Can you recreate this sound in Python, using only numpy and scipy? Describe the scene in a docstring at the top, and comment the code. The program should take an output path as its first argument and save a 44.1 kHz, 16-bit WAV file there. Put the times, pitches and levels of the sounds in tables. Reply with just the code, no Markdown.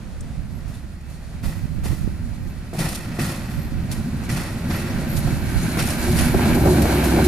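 """Diesel locomotive drawing near

A diesel locomotive rolls from behind a parked railcar towards a phone beside the station tracks.
Uneven firing pulses and puffs of noise make its exhaust, which swells to a rough drone as it draws level.
Axles thump in pairs over rail joints and set the bogies (wheel frames) clanging, as bursts of filtered noise.
Grit crunches and wheels hiss as noise, discs sing as sine tones, and struck steel rings as fading sines.
Low noise in gusts, with a few sharp pops, is the wind buffeting mainly the right microphone port."""
import sys
import numpy as np
from scipy import signal
from scipy.fft import rfft, irfft
from scipy.io import wavfile
from scipy.ndimage import uniform_filter1d

SR = 44100
rng = np.random.default_rng(int(sys.argv[2]) if len(sys.argv) > 2 else 0)


def unload_wav(signal):
    """Save mono or channel-first audio to the path in sys.argv[1] as 16-bit WAV at rate SR, clipped to [-1, 1]."""
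    wavfile.write(
        sys.argv[1],
        SR,
        np.round(np.clip(np.atleast_2d(signal).T, -1, 1) * 32767).astype(np.int16),
    )


N = 320607
T = np.arange(N) / SR  # time in seconds
FREQ = np.maximum(np.arange(N + 1) * SR / (2 * N), 1)  # filter frequencies in Hz

# How each part carries. Head-on, the body hides the engine, so its sounds fall steeply with distance.
# Each row: level alongside in dB, fall per doubling of distance in dB, loss behind the railcar in dB
# (negative is a gain), place behind the front in m.
REACH = { "drone": (-18.5, 6.5, 4.5, 0.16), "bark": (-13.5, 18.5, 5.5, 4.5),
         "boom": (-19.5, 11.5, -5.5, 4.5), "clatter": (-28, 13, -0.5, -1.8), "rumble": (-36, 6, 2.5, -0.5),
         "hiss": (-35.5, 12.5, -4, -3.5), }
# Colour of the exhaust drone. Each row: frequency in Hz, relative level in dB per Hz.
DRONE = [(20, -9.5), (50, -18.5), (72, -7.5), (88, 1), (125, -2.5), (160, 0), (200, -3), (236, -2),
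         (270, -14.5), (350, -38.5), (450, -35), (900, -80)]
# Colour of the exhaust bark. Each row: frequency in Hz, relative level in dB per Hz.
BARK = [(100, -21), (150, -11), (200, -11.5), (240, -3.5), (290, 3.5), (330, 1.5), (375, 1.5), (402, -3.5),
        (440, -20.5), (700, -38)]
# Resonances of the exhaust stack. Each row: frequency in Hz, width in Hz, lift in dB.
STACK = [(151, 12, 7), (241, 14, 7), (325, 22, 3), (365, 18, 4)]
# The exhaust barks harder or softer with the engine's load. Each row: time in seconds, change in dB.
LOAD = [(5.0, 1.5), (5.88, -4), (6.35, -1), (6.64, 2), (7.08, -1.5), (7.25, -1)]
# Exhaust notes swelling out of the drone. Each row: peak in seconds, pitch in Hz, rms level in dB,
# half length in seconds.
NOTES = [(5.2, 148, -31, 0.3), (6.3, 242, -26.5, 0.32), (6.3, 150.5, -30, 0.3), (6.48, 85, -27, 0.22),
         (6.095, 358, -23, 0.025), (6.72, 366, -27, 0.16), (7.08, 157, -27, 0.14), (7.24, 372, -24, 0.07)]
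# Colour of the rasp at the stack's mouth. Each row: frequency in Hz, relative level in dB per Hz.
RASP = [(300, -27.5), (450, -6.5), (560, 3.5), (720, 0.0), (900, -3.5), (1200, -16.0), (3000, -49)]
# Colour of the valve-gear clatter. Each row: frequency in Hz, relative level in dB per Hz.
CLATTER = [(250, -32), (440, -14.5), (560, -6), (700, -6.5), (920, -6.5), (1120, -11), (1550, -7),
           (1950, -12.5), (2400, -13), (2800, -12.5), (3300, -16.5), (4200, -18.5), (6000, -28),
           (12000, -41)]
# Resonances of the engine hood. Each row: frequency in Hz, width in Hz, lift in dB.
HOOD = [(580, 120, 1), (1570, 260, 5), (2280, 220, 8), (4100, 300, 3)]
# Colour of the rolling hiss. Each row: frequency in Hz, relative level in dB per Hz.
HISS = [(1500, -31), (3200, 0), (4200, 10.5), (5500, 3.5), (6600, 7), (8000, 4.5), (9800, 6.5),
        (12000, 0.5), (14000, -21)]
# Colour of the highest rolling hiss. 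Each row: frequency in Hz, relative level in dB per Hz.
SIZZLE = [(5000, -29), (9000, -6), (12300, 6), (13400, 0), (14300, -1), (15000, -11)]
# Resonances of the rail. Each row: frequency in Hz, width in Hz, lift in dB.
RAIL = [(4370, 150, 2), (5470, 160, 3), (7000, 200, 3), (9400, 350, 4), (10600, 200, 3), (11680, 150, 4),
        (12450, 250, 4)]
# Thin modes (ringing pitches) of the wheel discs. Each row: frequency in Hz, relative level in dB.
WHEEL = [(4068, -5), (6577, -8), (9227, -5), (9748, -8), (10147, -8), (10965, 0), (11444, -5), (11677, -1),
         (12224, -5), (12306, -4), (12514, -3)]
# Colour of the clanging, rumbling bogies. Each row: frequency in Hz, relative level in dB per Hz.
CLANG = [(200, -13), (330, 10.5), (440, -4.5), (600, -0.5), (1050, -2.5), (1400, -1), (1600, -6.5),
         (1900, -2.5), (2200, -9.5), (2550, -6), (2850, -13), (4300, -12.5), (9000, -21.5)]
# Resonances of the bogie frames. 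Each row: frequency in Hz, width in Hz, lift in dB.
FRAME = [(545, 90, 6), (730, 45, 5), (1390, 50, 4), (1900, 170, 6), (2030, 40, 4), (2450, 70, 5),
         (2630, 60, 9), (3050, 60, 8), (3500, 120, 4), (4370, 140, 6), (4880, 100, 6), (5470, 160, 7)]
# Colour of the shaking ground. Each row: frequency in Hz, relative level in dB per Hz.
GROUND = [(10, -6), (25, 5), (45, 9), (65, -9.0), (110, -28), (300, -50)]
# Colour of the wind. Each row: frequency in Hz, relative level in dB per Hz.
BUFFET = [(8, -34), (22, -1.5), (45, 3), (80, -1), (150, -3.5), (220, -16), (320, -18.5), (450, -41),
          (900, -59.5)]
# Gusts that swell and die away. Each row: peak in seconds, level in dB, half length in seconds.
GUSTS = [(0.42, -27, 0.52), (1.94, -21, 0.59), (3.94, -23, 0.41), (5.416, -20.5, 0.47), (6.302, -21, 0.39),
         (7.25, -38, 0.25)]
# Single eddies popping on the right port. Each row: peak in seconds, added pressure with full scale 1,
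# length in seconds.
POPS = [(1.657, 0.34, 0.0022), (1.785, 0.32, 0.0023), (1.859, 0.46, 0.0013), (1.933, 0.35, 0.0015),
        (2.016, 0.22, 0.0025), (2.047, 0.49, 0.0026), (2.077, 0.53, 0.0015)]
# Colour of the steady station background. Each row: frequency in Hz, relative level in dB per Hz.
STATION = [(200, 0), (400, -2.5), (620, -1), (950, -7), (1500, -8.5), (3000, -15.5), (6000, -19.5),
           (10000, -22), (14000, -37)]
# Colour of crushed grit. Each row: frequency in Hz, relative level in dB per Hz.
GRIT = [(800, -47), (2000, 3), (4400, 5), (7500, 3), (9600, 7), (12000, 3), (13400, -7), (14300, -25),
        (15000, -44)]
# Larger stones crushed between wheel and rail. Each row: start in seconds, level in dB,
# time to fade by 60 dB in seconds.
CRUNCHES = [(0.73, -43.5, 0.2), (1.838, -37, 0.19), (2.733, -34, 0.1), (2.786, -21.5, 0.1),
            (2.885, -33, 0.2), (2.937, -29, 0.16), (3.209, -27, 0.3), (3.91, -31, 0.18),
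            (4.233, -40.5, 0.2), (4.288, -34, 0.25), (5.16, -27.5, 0.14), (5.48, -40, 0.3), (5.61, -39, 1),
            (5.788, -14, 0.085), (5.85, -28.5, 0.58), (6.06, -34, 1), (6.158, -18, 0.12),
            (6.185, -17.5, 0.12), (6.24, -30.5, 0.23), (6.545, -14, 0.04), (6.818, -11, 0.036),
            (7.035, -19.5, 0.15), (7.24, -23, 0.19)]
# Small sharp ticks. Each row: start in seconds, level in dB.
TICKS = [(.207, -32), (1.012, -54)]
# Colour of those ticks. Each row: frequency in Hz, relative level in dB per Hz.
TICK = [(3000, -24), (6000, -1), (8500, 7), (11000, -6), (15000, -22)]
# A flange touches the rail and a disc squeaks. Each row: peak in seconds, pitch in Hz, rms level in dB,
# half length in seconds.
SQUEAKS = [(0.56, 11650, -59, 0.064), (0.92, 10580, -67, 0.04), (1.18, 10600, -64, 0.051),
           (2.48, 12300, -58, 0.078), (3.58, 12510, -49, 0.12), (4.75, 11450, -40, 0.035),
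           (5.12, 12500, -36, 0.027), (5.17, 12400, -41, 0.044), (5.63, 6620, -45, 0.033),
           (5.645, 10200, -44, 0.018), (5.87, 9235, -45, 0.06), (6.01, 12540, -41, 0.025),
           (6.25, 11000, -37, 0.091), (6.66, 12224, -42, 0.05), (6.675, 10200, -44, 0.02),
           (6.88, 10965, -50, 0.05)]
# A bogie crosses a rail joint. Each row: start in seconds, thump in dB, clang in dB, grit in dB,
# ring time to fade by 60 dB in seconds, second axle against the first in dB.
JOINTS = [(0.675, -38, -49, -49.5, 0.44, -2), (1.427, -25, -37, -42, 1, 1.3),
          (2.732, -29, -38, -43, 0.96, -2.5), (2.78, -19, -29.5, -31, 1.88, -1.7),
          (3.495, -32.5, -40.5, -44, 0.49, 4), (4.287, -23, -33, -33.5, 1.4, -5.5),
          (4.356, -42, -29.5, -39, 0.82, -18), (4.696, -24, -32, -50, 2.5, -7.5),
          (5.77, -23.5, -27.5, -32.5, 0.89, -0.5)]
# Colour of the axle thump. Each row: frequency in Hz, relative level in dB per Hz.
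THUMP = [(30, 2.5), (80, -2), (140, 10.5), (240, -0.5), (330, -15.5), (450, -64), (900, -28)]
# Colour of the axle-box thud. Each row: frequency in Hz, relative level in dB per Hz.
AXLE_BOX = [(150, -14), (340, 1), (700, 7), (1200, -6), (2500, 3.5), (6000, -50)]
# The heaviest axle blows bounce the track in its bed. Each row: start in seconds, level in dB.
BUMPS = [(1.437, -21), (2.818, -17), (3.189, -14), (4.286, -26), (4.695, -17.5), (5.775, -11), (6.35, -6)]
# Modes of the bouncing track. Each row: nominal frequency in Hz, level against the blow in dB,
# time to fade by 60 dB in seconds.
TRACK_BED = [(112, -7, 0.067), (162, -2, 0.069), (238.5, -13.5, 0.16)]
# A tread strikes or scrapes the bare rail end. Each row: start in seconds, level in dB,
# time to fade by 60 dB in seconds.
CLANKS = [(1.432, -39, 0.12), (1.841, -44, 0.12), (2.782, -30, 0.1), (3.184, -29, 0.3), (4.29, -25, 0.09),
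          (4.36, -32.5, 0.4), (4.7, -34, 0.44), (5.786, -19.5, 0.16), (6.175, -26.5, 0.3),
          (6.197, -21, 0.06)]
# Colour of steel clashing on steel. Each row: frequency in Hz, relative level in dB per Hz.
CLASH = [(400, -29), (900, -2), (1500, 4), (2300, 1.5), (3200, -6.5), (5500, -6.5), (7500, -13), (12000, -22)]
# Hollow knocks from the running gear. Each row: start in seconds, level in dB.
KNOCKS = [(2.731, -28.5), (2.748, -29.5), (2.792, -25), (3.187, -25), (5.015, -30), (5.273, -21.5),
          (5.771, -17), (6.081, -25), (6.343, -14.5), (6.394, -19), (6.43, -23), (6.456, -18.5),
          (6.497, -19), (6.656, -10.5), (6.671, -12.5), (6.747, -23), (6.783, -19), (6.855, -11.5),
          (7.033, -19), (7.145, -20), (7.169, -19)]
# Colour of the knocked body. Each row: frequency in Hz, relative level in dB per Hz.
KNOCK_BODY = [(100, -26), (280, 1), (450, 1.5), (750, 0.5), (1000, -6), (1500, -15), (3000, -29)]
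# Modes of the knocked steelwork. Each row: nominal frequency in Hz, level against the knock in dB,
# time to fade by 60 dB in seconds.
STEELWORK = [(345, -4, 0.13), (472, -11, 0.047), (570, -9, 0.06), (668, -6, 0.07), (768, -10, 0.066),
             (900, -14, 0.05), (1390, -25, 0.022)]
# Likeness of left and right. Each row: frequency in Hz, correlation from 0 to 1.
LIKENESS = [(60, 1), (320, 0.97), (450, 0.8), (660, 0.98), (1080, 0.44), (1500, 0.49), (2280, 0.66),
            (2950, 0.27), (4200, 0.6), (6500, 0.34), (14000, 0.06)]
# Sound from the side bends round the phone to the left port. Each row: frequency in Hz, lag in radians.
PORT_LAG = [(100, 0), (430, 0.15), (540, 0.77), (800, 0.83), (1000, 0), (1300, 0.3), (1600, 0.32),
            (2500, 0), (3300, 1.63), (6500, 1.23)]

SPEED_M_S, PASSES_S, TRACK_M = 6.14, 7.326, 8.15  # steady speed; when the front draws level; track distance
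CLEAR_S, CLEARING_S = 2.52, 0.49  # when and how gradually it comes out from behind the railcar
FIRING_HZ, BOOM_HZ = 76.05, 68.35  # centre of the wandering firing rate; centre of the deepest exhaust note
LOPE_DB = 2.2  # how unevenly the drone throbs
RASP_DB, RASP_SURGE_DB = -7.5, 1.8  # the rasp against the bark, and how much it surges
NOTE_WAVER, NOTE_THROB_DB = 0.005, 2  # spread of pitch as a fraction, and of level
BREEZE_DB, STATION_DB = -38, -50.5  # wind between the gusts; station background
AXLE_GAP_S = 0.406  # the second axle of a bogie follows the first over each joint
CRUSH_S = 0.28  # how long a tread takes to roll clear of the sand at a joint
# small grains: average number, level against the wheel hiss, greatest change either way, fade by 60 dB
SAND_PER_S, SAND_DB, SAND_SPREAD_DB, SAND_T60_S = 12, -5, 6, 0.063
KNOCK_RISE_S, STRIKE_DETUNE = 0.0007, 0.05  # onset of struck steel; spread of its pitches as a fraction
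TOP_HZ = 14600  # the phone cuts the treble above this


def undb(db):
    """Turn decibels into a gain."""
    return 10 ** (np.asarray(db) / 20)


def unit(x):
    """Scale to an rms (average strength) of 1."""
    return x / np.sqrt(np.mean(x ** 2))


def across(points):
    """Join (Hz, value) points with straight lines on a log-frequency axis."""
    hz, value = np.transpose(points)
    return np.interp(np.log(FREQ), np.log(hz), value)


def colour(x, points, resonances=()):
    """Filter with a broad colour and narrow resonances, without ringing ahead of a sound; rms becomes 1."""
    db = across(points)
    for hz, width, lift_db in resonances:
        db = db + lift_db / (1 + (2 * (FREQ - hz) / width) ** 2)
    # folding the cepstrum forward gives the filter only a response after each input
    cepstrum = irfft(np.log(undb(db)))
    cepstrum[1:N] *= 2
    cepstrum[N + 1:] = 0
    response = np.exp(rfft(cepstrum))
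    return unit(irfft(rfft(x, 2 * N) * response)[..., :N])


def spread(mid, side):
    """Mix two unrelated signals into two channels, alike in the bass and diffuse in the treble."""
    alike = np.clip(across(LIKENESS), 0, 1)
    shared = rfft(mid, 2 * N) * np.sqrt(1 + alike)
    opposed = rfft(side, 2 * N) * np.sqrt(1 - alike)
    return unit(irfft(np.array([shared + opposed, shared - opposed]))[:, :N])


def noise():
    """White noise at the two ports."""
    return spread(*rng.standard_normal((2, N)))


def pan(db):
    """Channel gains for a left minus right level in dB."""
    return undb(np.array([[db], [-db]]) / 2)


def walk(rate):
    """Smooth random wandering with rms 1, drawn anew about `rate` times a second."""
    k = max(int(SR / rate), 1)
    steps = np.repeat(rng.standard_normal(N // k + 1), k)
    return unit(uniform_filter1d(uniform_filter1d(steps, k), k)[:N])


def fade(start, t60, rise):
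    """Envelope of one blow: a quick rise and an exponential decay."""
    age = np.maximum(T - start, 0)
    decay = np.exp(-np.minimum(np.log(1000) * age / t60, 20))
    return (1 - np.exp(-age / rise)) * decay


def blows(rows, rise):
    """Joint envelope of (s, dB, t60) blows; their powers add."""
    return np.sqrt(sum((undb(db) * fade(s, t60, rise)) ** 2 for s, db, t60 in rows))


def swell(peak, half):
    """Bell-shaped envelope around a peak."""
    return np.exp(-np.minimum(((T - peak) / half) ** 2, 30))


def tones(rows, waver, throb_db, rate):
    """Wavering, throbbing sine tones that each swell once."""
    clock = T + waver * np.cumsum(walk(rate)) / SR
    throb = unit(undb(throb_db * walk(rate)))
    total = 0
    for s, hz, db, half in rows:
        tone = np.sin(2 * np.pi * (hz * clock + rng.random()))
        total = total + undb(db) * swell(s, half) * tone
    return np.sqrt(2) * throb * total  # a sine of peak sqrt(2) has rms 1


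def struck(hits, modes):
    """Strikes ring a set of fading modes, whose pitches shift a little at each strike."""
    out, age = np.zeros(N + SR // 2), T[:SR // 2]
    all_shifts = 1 + STRIKE_DETUNE * rng.standard_normal((len(hits), len(modes)))
    onset = 1 - np.exp(-age / KNOCK_RISE_S)
    for (s, strength_db), shifts in zip(hits, all_shifts):
        ring = 0
        for (hz, db, t60), shift in zip(modes, shifts):
            ring = ring + undb(db - 60 * age / t60) * np.sin(2 * np.pi * hz * shift * age)
        start = int(s * SR)
        out[start:start + len(age)] += undb(strength_db) * ring * onset
    return out[:N]


def approach(part):
    """Gain of one part of the locomotive as it leaves the railcar's shadow and draws near."""
    level_db, fall_db, shade_db, behind_m = REACH[part]
    distance = np.hypot(SPEED_M_S * (PASSES_S - T) + behind_m, TRACK_M)
    hidden = (1 - np.tanh((T - CLEAR_S) / CLEARING_S)) / 2
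    return undb(level_db - fall_db * np.log2(distance / TRACK_M) - shade_db * hidden)


def axles():
    """Two blows for each joint: (s, thump dB, clang dB, grit dB, t60 s)."""
    rows = []
    for s, thump, clang, sand, t60, second_db in JOINTS:
        for late, db in ((0, 0), (AXLE_GAP_S, second_db)):
            rows.append((s + late, thump + db, clang + db, sand + db, t60))
    return rows


def engine(scatter_db=1.0, gas=0.93, puff=0.91, rattle=0.32, throb_db=2.0):
    """Uneven firings and their gas puffs ring the exhaust stack; valve gear clatters in step under the hood."""
    drone_gain = approach("drone")
    bark_gain = approach("bark") * undb(np.interp(T, *np.transpose(LOAD)))
    turns = np.cumsum(FIRING_HZ * (1 + 0.12 * walk(55))) / SR
    firing, phase = turns.astype(int), turns % 1  # number of the firing, and how far it has got
    strength = undb(scatter_db * rng.standard_normal(N // 100))[firing]
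    pulses = unit(np.diff(firing, prepend=0) * strength)
    puffs = unit(strength * np.exp(-phase / puff))
    flow = 0.34 * pulses + gas * puffs * noise()
    drone = drone_gain * colour(flow * undb(LOPE_DB * walk(16)), DRONE)
    bark = bark_gain * colour(flow, BARK, STACK)
    boom_phase = 2 * np.pi * np.cumsum(BOOM_HZ + 1.8 * walk(12)) / SR
    boom = unit(np.sin(boom_phase)) * approach("boom") * undb(throb_db * walk(9.1))
    clatter = colour(noise() * (1 + rattle * puffs) * undb(1.7 * walk(25)), CLATTER, HOOD)
    # the same flow also rasps in the mouth of the stack
    rasp = colour(flow * undb(RASP_SURGE_DB * walk(60)), RASP) * bark_gain * undb(RASP_DB)
    notes = tones(NOTES, NOTE_WAVER, NOTE_THROB_DB, rate=22)
    exhaust = drone + bark + boom + notes + rasp
    return exhaust * pan(-0.85) + clatter * approach("clatter") * pan(-0.82)


def wheels(rumble_gain, hiss_gain, grain_db=1.0, flutter_db=2.0, air=0.42):
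    """Rough treads hiss on the rail, shake the bogie frames and set the wheel discs singing by turns."""
    contact = noise() * undb(grain_db * walk(900) + flutter_db * walk(40))
    nearness = (hiss_gain / hiss_gain.max()) ** air  # the highest treble fades first with distance
    sizzle = colour(noise(), SIZZLE) * nearness * undb(-4.0) * pan(5.5)
    hiss = colour(contact, HISS, RAIL) * pan(-0.76) + sizzle
    sing_db, swell_db, waver_hz = -9.5, 5, 9
    song = 0  # each disc mode swells and fades on its own
    for hz, db in WHEEL:
        phase = 2 * np.pi * np.cumsum(hz + waver_hz * walk(66)) / SR
        tone = np.sin(phase + rng.uniform(0, np.pi, (2, 1)))
        song = song + undb(db + swell_db * walk(14)) * tone
    singing = unit(song) * undb(sing_db) * nearness
    rumble = colour(noise() * undb(0.18 * walk(27)), CLANG, FRAME)
    return (hiss + singing) * hiss_gain + rumble * rumble_gain * pan(-2.6)


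def ground(db=-42):
    """The heavy train shakes the track bed all the while, as steady low noise."""
    return colour(noise(), GROUND) * undb(db)


def wind(gust_db=4.0, left_db=-11):
    """Eddies buffet each port on its own, mostly the right; the sharpest ones pop."""
    swells = sum((undb(db) * swell(s, half)) ** 2 for s, db, half in GUSTS)
    gain = np.sqrt(undb(BREEZE_DB) ** 2 + swells)
    eddies = np.array([rng.standard_normal(N) * undb(gust_db * walk(45)) for _ in range(2)])
    ports = colour(eddies, BUFFET) * gain * undb([[left_db], [0.6]])
    for s, size, length in POPS:
        age = (T - s) / length
        ports[1] += size * (1 - age ** 2) / (1 + age ** 2) ** 2  # a push between two dips of suction
    return ports


def station(swell_db=2.0):
    """The faint wash of the surroundings, gently rising and falling."""
    return colour(noise(), STATION) * undb(STATION_DB + swell_db * walk(7.5))


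def grit(tick_t60=0.026, top_db=-6, air=1.0):
    """Sand cracks under the treads in lumpy bursts, at every joint and in between, with a few lone ticks."""
    lumps = undb(2.4 * walk(1200) + 1.9 * walk(220) + 0.6 * walk(60))
    near = approach("hiss")
    nearness = (near / near.max()) ** air  # only close cracks keep their top
    top = colour(noise() * lumps, SIZZLE) * undb(top_db) * nearness
    cracks = colour(noise() * lumps, GRIT, RAIL) + top
    joint_power = 0
    for s, _, _, db, t60 in axles():
        burst = undb(db) * fade(s, t60, rise=0.013) * swell(s, CRUSH_S)
        joint_power = joint_power + burst ** 2
    crushed = np.sqrt(joint_power + blows(CRUNCHES, rise=0.009) ** 2)
    tick = colour(noise(), TICK)
    # small grains crack at random, level with the wheels' approach
    chance = rng.random((64, 2))
    times = np.cumsum(0.5 + chance[:, 0]) / SAND_PER_S
    levels = SAND_DB + SAND_SPREAD_DB * (2 * chance[:, 1] - 1)
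    grains = [(s, db, SAND_T60_S) for s, db in zip(times, levels) if s < T[-1]]
    sand = blows(grains, rise=0.0031)
    bursts = np.hypot(crushed, sand * near)
    ticks = tick * blows([(s, db, tick_t60) for s, db in TICKS], rise=0.00081)
    return cracks * bursts * pan(-0.3) + ticks


def squeaks():
    """Flanges brush the rail and draw thin, scratchy squeaks from the wheel discs, more often late on."""
    strays = []  # extra squeaks at random in the later part, near the pitches of the disc modes
    for a, b, c, d in rng.random((22, 4)):
        hz = WHEEL[int(b * len(WHEEL))][0] * (0.99 + 0.02 * c)
        strays.append((7.3 - 2.7 * a, hz, -41 - 8 * a - 6 * d, 0.018 + 0.025 * c))
    return np.array([tones(SQUEAKS + strays, waver=0.0045, throb_db=4.5, rate=220) for _ in range(2)])


def joints(thump_t60=0.79, shake_db=-2.0, thud_db=-7.0, thud_t60=0.21):
    """Each axle thumps the sleepers and thuds the axle box; the bogie frame and its loose parts clang on."""
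    s, thump_db, clang_db, _, t60 = np.transpose(axles())
    thump = blows([(at, db, thump_t60) for at, db in zip(s, thump_db)], rise=0.011)
    thud = blows([(at, db + thud_db, thud_t60) for at, db in zip(s, clang_db)], rise=0.00065)
    clang = blows(zip(s, clang_db, t60), rise=0.01)
    box = colour(noise(), AXLE_BOX)
    frame = colour(noise() * undb(shake_db * walk(180)), CLANG, FRAME)
    low = thump * colour(noise(), THUMP) + struck(BUMPS, TRACK_BED)
    return low + (thud * box + clang * frame) * pan(-1.8)


def chirp(s=0.75, hz=3550, db=-53, length=0.01):
    """One faint, short chirp far off: a sine tone under a bell-shaped envelope."""
    return undb(db) * swell(s, length) * np.sin(2 * np.pi * hz * T)


def clanks():
    """Treads strike the rail end: a bright, abrupt clash that rings the bogie frame."""
    clash = colour(noise() * undb(2 * walk(250)), CLASH, FRAME)
    return clash * blows(CLANKS, rise=0.005) * pan(-1)


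def knocks(body_t60=0.036, chatter_db=-14, chatter_t60=0.46):
    """Slack in the running gear knocks against hollow steelwork, which rings briefly and chatters on."""
    body = colour(noise(), KNOCK_BODY)
    blow = blows([(s, db, body_t60) for s, db in KNOCKS], rise=KNOCK_RISE_S)
    chatter = blows([(s, db + chatter_db, chatter_t60) for s, db in KNOCKS], rise=0.01)
    chatter = chatter * unit(undb(3.5 * walk(90)))
    return body * np.hypot(blow, chatter) + struck(KNOCKS, STEELWORK)


def aslant(ports):
    """A source beside the phone reaches the left port late, by an amount that depends on frequency."""
    left = irfft(rfft(ports[0], 2 * N) * np.exp(-1j * across(PORT_LAG)))[:N]
    return np.array([left, ports[1]])


def scene():
    """Locomotive, track, station and wind together."""
    body = aslant(engine() + wheels(approach("rumble"), approach("hiss")) + knocks())
    track = joints() + clanks() + grit() + squeaks() + ground()
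    return body + track + wind() + chirp() + station()


def record(dry):
    """The phone rounds the loudest peaks and cuts the highest treble."""
    ceiling = 0.75  # rounded peaks stay below this, with full scale 1
    rounded = dry / (1 + (dry / ceiling) ** 4) ** 0.25
    return signal.sosfilt(signal.ellip(8, 0.2, 80, TOP_HZ, fs=SR, output="sos"), rounded)


dry = scene()
out = record(dry)
unload_wav(out)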